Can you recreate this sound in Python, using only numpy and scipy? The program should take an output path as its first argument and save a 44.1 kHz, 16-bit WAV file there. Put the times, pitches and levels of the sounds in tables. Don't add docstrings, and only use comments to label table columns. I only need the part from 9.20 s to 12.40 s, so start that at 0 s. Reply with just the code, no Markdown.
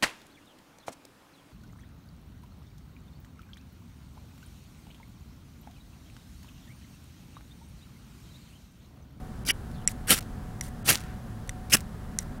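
import sys
import numpy as np
from scipy import signal
from scipy.fft import rfft, irfft, next_fast_len
from scipy.io import wavfile
from scipy.ndimage import uniform_filter1d

SR = 44100
rng = np.random.default_rng(int(sys.argv[2]) if len(sys.argv) > 2 else 0)


def generate_wav(sig):
    pcm = np.round(np.clip(np.atleast_2d(sig).T, -1, 1) * 32767).astype(np.int16)
    wavfile.write(sys.argv[1], SR, pcm)


def ratio(d):
    e = np.asarray(d, float) / 20
    return 10 ** e


N = 141120
T = np.arange(N) / SR


def unit(x):
    return x / np.sqrt(np.mean(x ** 2))


def colour(x, points):
    hz, db = np.array(points, float).T
    log_hz = np.log(np.maximum(np.arange(4097) * SR / 8192, 1))
    curve_hz = np.r_[hz[0] / 3, hz, hz[-1] * 2]
    curve_db = np.r_[db[0] - 30, db, db[-1] - 20]
    gain = ratio(np.interp(log_hz, np.log(curve_hz), curve_db))
    cepstrum = irfft(np.log(gain))
    cepstrum[1:4096] *= 2
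    cepstrum[4097:] = 0
    response = irfft(np.exp(rfft(cepstrum)))
    return signal.fftconvolve(x, response)[:N]


def band(x, hz, width):
    return signal.lfilter(*signal.iirpeak(hz, hz / width, SR), x)


def walk(rate):
    k = int(SR / rate)
    steps = np.repeat(rng.standard_normal(N // k + 1), k)
    return unit(uniform_filter1d(uniform_filter1d(steps, k), k)[:N])


def ring(modes, stretch=1, rise_s=1e-5):
    t = T[:int(.09 * SR)]
    tones = 0
    for k, (hz, db, t60) in enumerate(modes):
        tones = tones + (-1) ** k * ratio(db - 60 * t / t60) * np.sin(2 * np.pi * hz * stretch * t)
    return (1 - np.exp(-(t / rise_s) ** 2)) * tones


def add(out, s, x):
    i = int(s * SR)
    out[i:i + len(x)] += x[:N - i]


def ragged(x, count=14):
    size = next_fast_len(N)
    spectrum = rfft(x, size)
    place = np.linspace(0, count, len(spectrum))
    out = np.zeros(N)
    for k in range(count + 1):
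        piece = irfft(spectrum * np.clip(1 - abs(place - k), 0, 1), size)[:N]
        out += ratio(3 * walk(180)) * piece
    return out


def tear_grit():
    grains_per_s, spread_db = 16000, 2.1
    chance = rng.random((3, N))
    hits = chance[0] < grains_per_s / SR
    size = ratio(-spread_db * np.log(chance[2]))
    grains = unit(hits * np.sign(chance[1] - .5) * size)
    return unit(grains * ratio(2.5 * walk(800)))


def grit_noise(grit, gain, points):
    return colour(gain * grit, points) / np.std(colour(grit, points))


def patchy_rings(drive, table):
    power = sum(ratio(2 * db) * np.pi * width / SR for hz, width, db in table)
    out = np.zeros(N)
    for k, (hz, width, db) in enumerate(table):
        tone = band(band(drive, hz, 2 * width), hz, 2 * width)
        out += (-1) ** k * ratio(db + 2.5 * walk(220)) * tone
    return out / np.sqrt(power)


def edge_rasp(grit, gain):
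    # pitch_hz, level_db
    grit_colour = [(1000, -25.5), (1400, -6), (3000, -3), (3800, -3.5), (5500, -5.5), (8600, -3.5),
                   (12000, -5), (16000, -12)]
    return ragged(grit_noise(grit, gain, grit_colour))


def strokes(grit):
    # start_s, level_db, handle ring_db over that level
    pressures = [
        [(.25, -42.5, -5), (.258, -56, -10), (.265, -39.5, -17), (.284, -32, -16), (.289, -27, -12),
         (.294, -35.5, 8), (.305, -30, 9), (.313, -34, -6), (.319, -64, -5)],
        [(.868, -46.5, -8), (.886, -33.5, -6), (.9, -25, -1.5), (.906, -19, -8), (.92, -21, -9.5),
         (.94, -27, -5), (.956, -37, -15), (.992, -44, -5), (.998, -66, 0)],
        [(1.643, -64, -7), (1.657, -36, -19), (1.672, -36, -15), (1.678, -25.5, -7), (1.692, -19, -10),
         (1.704, -20.5, -5.5), (1.722, -30, -6), (1.757, -34, -11), (1.764, -51, 7)],
        [(2.494, -67, -6), (2.5, -41, -14), (2.513, -38, -12), (2.517, -43, -2), (2.524, -25.5, -2.5),
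         (2.542, -16.5, -7.5), (2.553, -22, -6.5), (2.559, -42.5, 4), (2.6, -59, -2)],
    ]
    # pitch_hz, width_hz, level_db
    handles = [
        [(1930, 160, -2), (2274, 104, -0.5), (2950, 400, -0.5)],
        [(1400, 340, -1), (1950, 520, -1.5), (2950, 440, -8)],
        [(1570, 185, 6), (2170, 1370, -2), (2940, 800, -4)],
        [(1294, 390, 3), (1900, 1200, -8), (2750, 620, 3.5)],
    ]
    # pitch_hz, level_db
    rods = [
        [(4900, -2.5), (5690, 0), (10700, -6)],
        [(5650, -1), (8740, 6), (10400, -8), (11700, 4)],
        [(4600, -10), (5400, 6), (8400, -4.5), (10200, 8)],
        [(5240, -0.5), (5690, 7), (8200, -4), (10300, 5.5)],
    ]
    rod_levels = [-1.5, -4.5, -6.5, -7.5]
    thump_levels = [-9, -6.5, -7, -11]
    # pitch_hz, level_db
    thump_colour = [(60, -9), (120, 0), (230, 0.5), (500, -5), (800, -7.5), (1000, -12), (1300, -4.5),
                    (1800, -14.5)]
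    press, hand, out = np.zeros((3, N))
    for curve, handle, rod, rod_db, thump_db in zip(pressures, handles, rods, rod_levels, thump_levels):
        s, db, ring_db = np.array(curve).T
        gain = ratio(np.interp(T, s, db, -200, -200))
        press += gain
        hand += gain ** 1.089 * ratio(thump_db + 3.5)
        out += patchy_rings(gain * ratio(np.interp(T, s, ring_db)) * grit, handle)
        rod_rings = [(hz, 320, level) for hz, level in rod]
        out += patchy_rings(gain * ratio(rod_db) * grit, rod_rings)
    return out + edge_rasp(grit, press) + grit_noise(grit, hand, thump_colour)


def slides(grit):
    # start_s, length_s, level_db
    slide_times = [
        (0.677, 0.049, -47),
        (1.422, 0.072, -50.5),
        (2.98, 0.055, -51.5),
        (3.196, .02, -46),
    ]
    fade_s = 0.0066
    gain = np.zeros(N)
    for s, length, db in slide_times:
        gain += ratio(db) * np.clip(np.minimum(T - s, s + length - T) / fade_s, 0, 1)
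    slide_rings = [(2100, 400, 2), (5900, 200, 2), (8500, 1900, -16), (10740, 150, -3)]
    return patchy_rings(gain * ratio(-7.0) * grit, slide_rings) + edge_rasp(grit, gain)


def bites():
    # start_s, peak_db, pitch_hz, t60_s (time to die by 60
    # dB)
    bite_times = [(.2695, -32, 5060, 0.009), (0.274, -27, 4800, .012), (.274, -24, 2300, 0.013),
                  (.288, -17.5, 4740, 0.013), (.289, -19, 1950, .022), (0.294, -16.5, 2950, 0.027),
                  (.302, -16.5, 2950, 0.031), (.301, -18, 1930, .022), (.2985, -26, 10000, .02),
                  (0.308, -23.5, 10200, 0.023), (.3065, -29, 12700, 0.018), (.8985, -23.5, 3040, .03),
                  (0.9036, -16, 8840, 0.033), (0.9055, -19, 10300, .03), (.9045, -15.5, 11710, .03),
                  (.9045, -24, 5670, .025), (.905, -18, 3044, .04), (.906, -23, 1950, .03),
                  (.915, -18, 8760, 0.022), (.914, -22, 1326, 0.045), (1.677, -27, 1900, .02),
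                  (1.688, -17.5, 2650, 0.032), (1.69, -15.5, 8600, .025), (1.697, -18.5, 3220, 0.023),
                  (1.699, -18.5, 1570, 0.043), (2.2957, -34.5, 5900, 0.014), (2.2962, -33, 7000, 0.0068),
                  (2.519, -28, 10300, 0.028), (2.5341, -14.5, 2750, 0.041), (2.536, -14, 5200, 0.033),
                  (2.5415, -13, 7830, 0.018), (2.544, -17, 5380, 0.022), (2.546, -20, 10200, 0.035),
                  (2.546, -21.5, 1674, 0.038)]
    out = np.zeros(N)
    for s, db, hz, t60 in bite_times:
        add(out, s, ring([(hz, db, t60), (hz * 1.03, db - 3.5, t60)], rise_s=0.00045))
    return out


def jolts():
    # start_s, peak_db, pitch_hz, t60_s
    jolt_times = [(.909, -23, 230, .06), (.922, -24, 223, 0.068), (.91, -37, 494, 0.033),
                  (1.696, -18, 131, 0.043), (1.696, -26, 330, 0.05), (1.697, -31, 545, .04),
                  (2.538, -18.5, 213, 0.097), (2.54, -21, 492, 0.026), (2.54, -22, 867, 0.039)]
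    out = np.zeros(N)
    for s, db, hz, t60 in jolt_times:
        add(out, s, ring([(hz, db, t60)], rise_s=0.0054))
    return out


def taps():
    # start_s, peak_db, click_db, click_hz, knock_db
    tap_times = [
        (0.6757, -11.5, 2, 8500, -7.5),
        (1.4106, -23, 6, 6700, -2),
        (2.988, -20, 13, 8200, -7.5),
    ]
    # pitch_hz, level_db, t60_s
    rod = [(5700, -3.5, 0.023), (10370, -8.5, 0.018), (4400, -30, 0.021)]
    # pitch_hz, level_db, t60_s
    strikers = [
        [(7040, 0, 0.0084), (7650, 8, 0.0052), (8300, -1, 0.0043)],
        [(6440, 0, .004), (5900, -5, .012), (10340, -2.5, 0.02), (12340, -7, .005)],
        [(6000, -5, .005), (6750, 2, .006), (4300, -9, .006), (8900, -6, .005), (3100, -13, .008)],
    ]
    # pitch_hz, level_db, t60_s
    knock = [(2030, 1, 0.012), (2240, -14.5, 0.0094), (2760, -6.5, 0.0073), (3230, -18, 0.0024)]
    # pitch_hz, level_db, t60_s
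    graze = [(1970, 3.5, 0.0091), (3600, -5, .012), (5900, -3, 0.015), (8000, 9, 0.0033), (9500, -3, .004),
             (10400, -10, 0.011), (11500, -5, 0.0045)]
    contact_s, click_s = .00014, .0001
    out = np.zeros(N)
    t = T[:int(.09 * SR)] - 2 * click_s
    stretches = 1 + .004 * rng.standard_normal((len(tap_times), 2))
    for (s, db, click_db, click_hz, knock_db), steel, stretch in zip(tap_times, strikers, stretches):
        click = np.exp(-(t / click_s) ** 2) * np.sin(2 * np.pi * click_hz * t)
        hit = ring(rod, rise_s=contact_s) + ring(steel, stretch[0], contact_s)
        hit += ring(knock, stretch[1], 2 * contact_s) * ratio(knock_db)
        hit += ratio(click_db) * click
        add(out, s, ratio(db) * hit)
    add(out, 2.2936, ratio(-27.5) * ring(graze, rise_s=contact_s))
    return out


def finger_knocks():
    # start_s, peak_db, pitch_hz
    knock_times = [(.6855, -20, 2450), (.725, -33, 850), (.988, -27, 1400), (1.002, -34, 850),
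                   (2.606, -36, 1800)]
    out = np.zeros(N)
    for s, db, hz in knock_times:
        add(out, s, ring([(hz, db, .007)], rise_s=0.00039))
    return out


def sparks():
    # start_s, peak_db
    pops = [(.5145, -45), (0.946, -21), (.962, -26), (0.969, -24), (0.9781, -22), (.982, -27),
            (.987, -23.5), (0.99, -28), (1.0075, -35), (1.0115, -38), (1.026, -38), (1.768, -36),
            (1.774, -32), (1.783, -35), (1.797, -40), (1.805, -35), (1.813, -37), (1.8376, -39),
            (2.275, -40), (2.2785, -48), (2.5692, -20.5), (2.584, -41), (2.6058, -33.5), (2.6097, -36)]
    # start_s, peak_db, pitch_hz
    snaps = [(.2893, -14, 9000), (1.6942, -6.5, 7100), (1.703, -15, 6000), (1.728, -12, 4950),
             (1.7557, -8.5, 4800), (2.5391, -14, 6900)]
    out, t = np.zeros(N), T[:400]
    for s, db in pops:
        fizz = rng.standard_normal(400)
        add(out, s, ratio(db + 4 - 60 * t / 0.0084) * np.minimum(t / .0004, 1) * fizz)
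    out = signal.sosfilt(signal.butter(1, 9000, fs=SR, output="sos"), out)
    for s, db, hz in snaps:
        add(out, s, ring([(hz, db + 6, .0008)]))
    return signal.sosfilt(signal.butter(2, 1130, "high", fs=SR, output="sos"), out)


def embers(grit):
    # start_s, level_db, t60_s
    ember_times = [
        (1.004, -54, .2),
        (1.76, -44.5, 0.3),
        (2.558, -51, 0.22),
    ]
    # pitch_hz, level_db
    ember_colour = [(1200, -8), (2500, 1), (6000, -2), (10000, -11), (15000, -18)]
    gain = np.zeros(N)
    for s, db, t60 in ember_times:
        gain += (T > s) * ratio(db - 60 * np.maximum(T - s, 0) / t60)
    return grit_noise(grit, gain, ember_colour)


def yard_echo(near):
    t = T[:int(.2 * SR)]
    tail = rng.standard_normal(len(t)) * ratio(-60 * t / .1) * (t > .003)
    tail /= np.sqrt(np.sum(tail ** 2))
    return ratio(-31) * signal.fftconvolve(near, tail)[:N]


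def bird():
    # start_s, length_s, pitch_hz, level_db
    bird_notes = [
        (.528, .045, 4300, -63),
        (.548, .058, 3600, -62),
        (.582, .053, 3200, -60),
    ]
    sag_hz_per_s = 3500
    out = np.zeros(N)
    for s, length, hz, db in bird_notes:
        t = T - s
        swell = np.sqrt(np.clip(np.sin(np.pi * np.clip(t / length, 0, 1)), 0, 1))
        tone = np.sin(2 * np.pi * (hz - sag_hz_per_s * t / 2) * t)
        out += ratio(db) * swell * walk(800) * np.sqrt(2) * tone
    return out


def traffic():
    # pitch_hz, level_db per Hz
    rumble_colour = [(20, -6.5), (60, -2), (115, -3), (235, -6.5), (280, -17.5), (550, -22), (1700, -28),
                     (2300, -40)]
    rumble = colour(rng.standard_normal(N), rumble_colour)
    low = signal.sosfilt(signal.butter(2, 45, fs=SR, output="sos"), rumble)
    out = unit(rumble) * ratio(-40 + .7 * walk(1.5))
    out += unit(low) * ratio(-51.5 + 1.6 * walk(4.4))
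    surge = np.exp(-((T - 1.814) / 0.17) ** 2) * unit(band(rng.standard_normal(N), 1530, 410))
    return out + ratio(-52.5) * surge


def motor():
    # pitch_hz, width_hz, level_db
    motor_tones = [(58.3, 9.2, -47.5), (111, 6.8, -48.5), (237.4, 28, -53.5)]
    out = np.zeros(N)
    for hz, width, db in motor_tones:
        out += ratio(db) * unit(band(rng.standard_normal(N), hz, width))
    whine_hz = 739 + 4 * walk(10)
    whine = np.sin(2 * np.pi * np.cumsum(whine_hz) / SR)
    return out + whine * ratio(-60 + 3 + 3 * walk(6))


def hiss():
    # pitch_hz, level_db per Hz
    hiss_colour = [(1500, -11), (3000, 0), (6000, -4), (11000, -4.5), (13500, -9.5), (15000, -7.5),
                   (15600, -8.5)]
    return unit(colour(rng.standard_normal(N), hiss_colour)) * ratio(-61.5)


def scene():
    grit = tear_grit()
    near = strokes(grit) + slides(grit) + bites() + jolts() + taps() + finger_knocks()
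    near += sparks() + embers(grit)
    return (near + yard_echo(near) + bird() + traffic() + motor() + hiss())[None]


def low_pass(x):
    return signal.sosfilt(signal.butter(12, 17070, fs=SR, output="sos"), x)


def record(dry):
    # start_s, length_s, above_hz
    dropouts = [(.24, .011, 3600), (.319, .013, 4500), (.658, .012, 4200), (.67, .002, 9000),
                (.867, .003, 2500), (.998, .007, 4000), (1.402, .005, 2700), (1.417, .004, 11200),
                (1.634, .01, 4000), (1.791, .003, 5000), (2.284, .005, 4500), (2.492, .004, 1800),
                (2.98, .003, 3000), (2.994, .007, 9000), (3.189, .007, 3500)]
    x = signal.sosfilt(signal.ellip(10, .2, 60, 15800, fs=SR, output="sos"), dry)
    for s, length, hz in dropouts:
        near = slice(int((s - .02) * SR), int((s + length + .02) * SR))
        gap = np.clip(np.minimum(T[near] - s, s + length - T[near]) / .001 + 1, 0, 1)
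        highpass = signal.butter(8, hz, "high", fs=SR, output="sos")
        x[:, near] -= gap * signal.sosfiltfilt(highpass, x[:, near])
    return low_pass(x)


dry = scene()
out = record(dry)
generate_wav(out)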